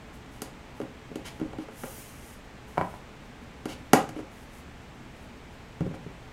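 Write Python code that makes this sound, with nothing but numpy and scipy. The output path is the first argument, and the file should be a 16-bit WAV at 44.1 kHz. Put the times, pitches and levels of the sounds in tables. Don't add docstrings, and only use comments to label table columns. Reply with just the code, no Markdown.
import sys
import numpy as np
from scipy import signal
from scipy.fft import rfft, irfft
from scipy.io import wavfile

SR = 44100
rng = np.random.default_rng(int(sys.argv[2]) if len(sys.argv) > 2 else 0)


def store_wav(level_fs):
    pcm = np.round(np.clip(np.atleast_2d(level_fs), -1, 1) * 32767)
    wavfile.write(sys.argv[1], SR, pcm.T.astype(np.int16))


N = 278712
TIME = np.arange(N) / SR

# start_s, level_db
CLACK_HITS = [(2.7737, -27), (2.7792, -14.5), (2.8123, -16), (2.940, -34)]


def tabletop():
    # start_s, force_db, spot_hz, hardness_db, tick_db
    taps = [(0.419, -32.5, 453, 1, 12.5), (0.815, -31.5, 292, -4.5, -7), (1.157, -28, 335, -11, -1),
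            (1.399, -34.5, 324, -6, -4), (1.5849, -32.5, 305, -6, -7), (1.835, -32, 550, 1.5, -5),
            (3.656, -26, 330, -4.5, -1), (3.933, -9.5, 422, 4, 6.5), (4.091, -36, 285, 0, 5),
            (5.94, -47, 300, 9, -1)]
    # start_s, force_db, spot_hz, weight_db
    thuds = [(0.801, -25, 440, -8), (1.115, -39, 435, 6.5), (1.414, -28, 294, 4), (1.456, -41, 277, 0),
             (1.532, -27, 760, -13), (1.685, -31.5, 430, -13.5), (1.84, -32.5, 490, -2),
             (4.163, -29.5, 322, -3), (4.190, -27.5, 322, -8.5), (5.807, -22, 212, 12),
             (5.864, -32, 380, 10.5), (5.911, -37, 530, 12), (6.063, -39, 400, 13.5)]
    out = np.zeros(N)
    for start_s, force_db, spot_hz, hardness_db, tick_db in taps:
        tap = blow(spot_hz, weight_db=-1, hardness_db=hardness_db, tick_db=tick_db)
        add(out, start_s, from_db(force_db) * tap)
    for start_s, force_db, spot_hz, weight_db in thuds:
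        thud = blow(spot_hz, weight_db, hardness_db=-13, tick_db=-16)
        add(out, start_s, from_db(force_db) * thud)
    for start_s, level_db in CLACK_HITS:
        shake = blow(spot_hz=400, weight_db=12.5, hardness_db=-3, tick_db=-11.5)
        add(out, start_s, from_db(level_db - 15.5) * shake)
    return out


def blow(spot_hz, weight_db, hardness_db, tick_db):
    # pitch_hz, level_db, t60_s
    top_modes = [(118, -48, 0.073), (177, -10.5, 0.12), (236, -13.5, 0.066), (264.7, -11.5, 0.097),
                 (302.8, -0.5, 0.088), (375, 2, 0.036), (433, -5.5, 0.06), (529, -6.5, 0.1),
                 (634, -5, 0.026), (798, 6, 0.019), (985, -13, 0.072), (1122, -14.5, 0.054),
                 (1253, -4, 0.021), (1420, 2, 0.0098), (1580, -9.5, 0.02), (1883, -8, 0.022),
                 (2280, -14.5, 0.025), (2983, -20.5, 0.016)]
    contact = [(170, weight_db), (270, 0), (450, 0), (900, hardness_db)]
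    spot = [(spot_hz / 1.133, 0), (spot_hz, 9), (spot_hz * 1.17, 0)]
    body = ring(tilted(tilted(top_modes, contact), spot), travel_s=0.002054)
    body = cut(body, 190 * 2 ** (-weight_db / 9), "high", order=3)
    bright_db = -6.5 + 0.47 * max(tick_db, -6)
    return body + from_db(tick_db) * tick(bright_db)


def tick(bright_db):
    # pitch_hz, level_db, t60_s
    tick_modes = [(2835, -10, 0.0027), (4600, -7, 0.0026), (6700, -4, 0.0023), (8340, 0, 0.0017),
                  (10400, 2.5, 0.00093), (14100, -4, 0.00078)]
    modes = tilted(tick_modes, [(3000, -bright_db), (11000, bright_db)])
    crack = ring(modes[::2], travel_s=0) - ring(modes[1::2], travel_s=0)
    return cut(crack, hz=1500, kind="high")


def tool():
    # pitch_hz, level_db, t60_s
    tool_modes = [(740, 6.5, 0.0095), (948, -0.5, 0.026), (1180, -16.5, 0.013), (2220, -20, 0.0086),
                  (2960, -38, .008)]
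    travel_s = 0.001
    out = np.zeros(N)
    for start_s, level_db in CLACK_HITS:
        add(out, start_s - travel_s, from_db(level_db) * ring(tool_modes, travel_s))
    return cut(out, hz=525, kind="high", order=3)


def wire_slide():
    # time_s, level_db
    contour = [(1.71, -65), (1.784, -51.5), (1.868, -50), (1.996, -49.5), (2.174, -57), (2.278, -54.5),
               (2.34, -56), (2.412, -75), (2.42, -80)]
    # frequency_hz, level_db
    colour = [(2500, -5.5), (4500, -8.5), (7000, -2), (9000, -1.5), (11000, -3.5), (14000, -3), (16000, -7)]
    level_db = np.interp(TIME, *np.transpose(contour), left=-120, right=-120)
    hiss = coloured(friction(per_s=15000), colour)
    dull_hiss = cut(coloured(friction(per_s=19000), colour), hz=10300, kind="low")
    speed = from_db(1.1 * (level_db - level_db.max()))
    return from_db(level_db - 1.5) * (speed * hiss + np.sqrt(1 - speed ** 2) * dull_hiss)


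def cloth_brushes():
    # start_s, length_s, level_db
    brushes = [(1.243, 0.042, -45.5), (1.59, 0.046, -59.5), (3.678, .055, -47), (4.15, 0.057, -59),
               (5.935, 0.017, -56.5)]
    # frequency_hz, level_db
    colour = [(600, 2), (1500, 1), (3000, 2), (5000, -3), (7500, -6), (10000, -10.5), (16000, -22)]
    envelope = strokes(brushes, attack_s=0.013, release_s=0.0068)
    return envelope * coloured(friction(per_s=11000), colour)


def finger_rustles():
    # start_s, length_s, level_db
    rustles = [(0.12, 0.033, -63), (0.30, 0.074, -66.5), (0.74, 0.089, -68), (1.25, 0.14, -70),
               (2.66, 0.31, -66), (4.30, .14, -66.5), (4.51, 0.09, -63), (5.14, 0.11, -72)]
    # frequency_hz, level_db
    colour = [(2000, -8), (4500, -6), (8000, -1), (11000, -5.5), (14000, -8), (16000, -9)]
    fidgets_per_s, fidget_s, fidget_db = 2, 0.04, -74
    fidgets = [(start_s, fidget_s, fidget_db) for start_s in TIME[rng.random(N) < fidgets_per_s / SR]]
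    envelope = strokes(list(rustles) + fidgets, attack_s=0.023, release_s=0.021)
    return envelope * coloured(friction(per_s=6200), colour)


def arm_bumps():
    # start_s, length_s, level_db
    bumps = [(1.17, 0.39, -51), (3.69, .09, -49), (5.80, 0.054, -44)]
    rumble = rms_one(cut(rng.standard_normal(N), hz=[22, 130], kind="band"))
    return strokes(bumps, attack_s=0.03, release_s=0.04) * rumble


def early_reflections(x, scatter_s, scatter_db):
    # delay_s, gain
    surfaces = [(.0052, 0.11), (0.0121, 0.32), (0.022, .18)]
    t = TIME[:SR // 20]
    echoes = np.zeros(len(t))
    for delay_s, gain in surfaces:
        echoes[int(delay_s * SR)] = gain
    scatter = cut(rng.standard_normal(len(t)) * np.exp(-t / scatter_s), hz=1940, kind="high")
    scatter *= from_db(scatter_db) / np.sqrt(np.sum(scatter ** 2))
    return signal.fftconvolve(x, cut(echoes, hz=2460, kind="low") + scatter)[:N]


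def room_tail(x, gap_s, build_s):
    # frequency_hz, t60_s
    decay_times = [(100, 0.54), (300, 0.24), (1000, 0.29), (3000, 0.27), (8000, 0.26), (16000, 0.15)]
    # frequency_hz, level_db
    colour = [(100, -5), (200, -5), (380, -4.5), (1000, -4.5), (3000, -3.5), (8000, -6), (16000, -7.5)]
    t = TIME[:SR * 3 // 4]
    onset = 1 - np.exp(-np.maximum(t - gap_s, 0) / build_s)
    edges_hz = np.geomspace(70, 18000, 17)
    response = np.zeros(len(t))
    for low, high in zip(edges_hz, edges_hz[1:]):
        hz = np.sqrt(low * high)
        decay = np.exp(-np.log(1000) * t / at_hz(decay_times, hz))
        band = cut(rng.standard_normal(len(t)), [low, high], "band") * onset * decay
        to_unity_gain = np.sqrt(2 * (high - low) / SR / np.sum(band ** 2))
        response += band * to_unity_gain * from_db(at_hz(colour, hz))
    return signal.fftconvolve(x, response)[:N]


def room_tone():
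    # frequency_hz, level_db
    air = [(20, -0.5), (65, -0.5), (95, -7), (230, -3), (370, -10), (750, -11.5), (1300, -15.5),
           (2200, -16.5), (3200, -22), (4800, -29), (8000, -32.5), (10000, -41.5), (13000, -42.5),
           (16000, -48)]
    # pitch_hz, width_hz, level_db
    drones = [(70, 5.9, -58.5), (123.3, 9.2, -56), (246.4, 22, -60.5), (433.3, 4.2, -63), (842, 7.8, -66)]
    out = from_db(-47.5) * coloured(rng.standard_normal(N), air)
    for hz, width_hz, level_db in drones:
        hum = cut(rng.standard_normal(N), [hz - width_hz / 2, hz + width_hz / 2], "band", order=1)
        out += from_db(level_db) * rms_one(hum)
    return out


def ring(modes, travel_s):
    hz, level_db, t60_s = np.transpose(modes)[:, :, None]
    arrival_s = travel_s * np.sqrt(hz[0] / hz)
    t = np.maximum(TIME[:SR // 3] - arrival_s, 0)
    strength = from_db(level_db + rng.standard_normal(hz.shape))
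    return np.sum(strength * np.sin(2 * np.pi * hz * t) * np.exp(-np.log(1000) * t / t60_s), axis=0)


def tilted(modes, slope):
    return [(hz, db + at_hz(slope, hz), t60_s) for hz, db, t60_s in modes]


def friction(per_s):
    return (rng.random(N) < per_s / SR) * rng.standard_normal(N)


def strokes(rows, attack_s, release_s):
    t = TIME[:SR]
    power = np.zeros(N)
    for start_s, length_s, level_db in rows:
        envelope = np.minimum(t / attack_s, 1) * np.exp(-np.maximum(t - length_s, 0) / release_s)
        add(power, start_s, (from_db(level_db) * envelope) ** 2)
    return np.sqrt(power)


def coloured(x, spectrum):
    hz = np.fft.rfftfreq(N, 1 / SR)
    skirt = np.minimum(hz / spectrum[0][0], 1) ** 2
    return rms_one(irfft(rfft(x) * from_db(at_hz(spectrum, hz)) * skirt, N))


def cut(x, hz, kind, order=2):
    return signal.sosfilt(signal.butter(order, np.clip(hz, 10, .45 * SR), kind, fs=SR, output="sos"), x)


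def at_hz(points, hz):
    freqs, values = np.transpose(points)
    return np.interp(np.log(np.maximum(hz, 1)), np.log(freqs), values)


def from_db(db):
    return 10 ** (np.asarray(db) / 20)


def rms_one(x):
    return x / np.sqrt(np.mean(x ** 2) + 1e-20)


def add(track, start_s, sound):
    start = int(round(start_s * SR))
    track[start:start + len(sound)] += sound[:len(track) - start]


def scene():
    handling = tabletop() + wire_slide() + cloth_brushes() + finger_rustles() + arm_bumps()
    clacks = tool()
    direct = handling + clacks
    tail = room_tail(handling + from_db(-1.0) * clacks, gap_s=0.0019, build_s=0.014)
    reflections = early_reflections(direct, scatter_s=0.0073, scatter_db=-0.5)
    return (direct + reflections + tail + room_tone())[None]


def record(dry):
    cutoff_hz = 15800
    lowpass = signal.ellip(10, .1, 80, cutoff_hz, fs=SR, output="sos")
    return signal.sosfilt(lowpass, np.clip(dry, -1, 1))


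dry = scene()
out = record(dry)
store_wav(out)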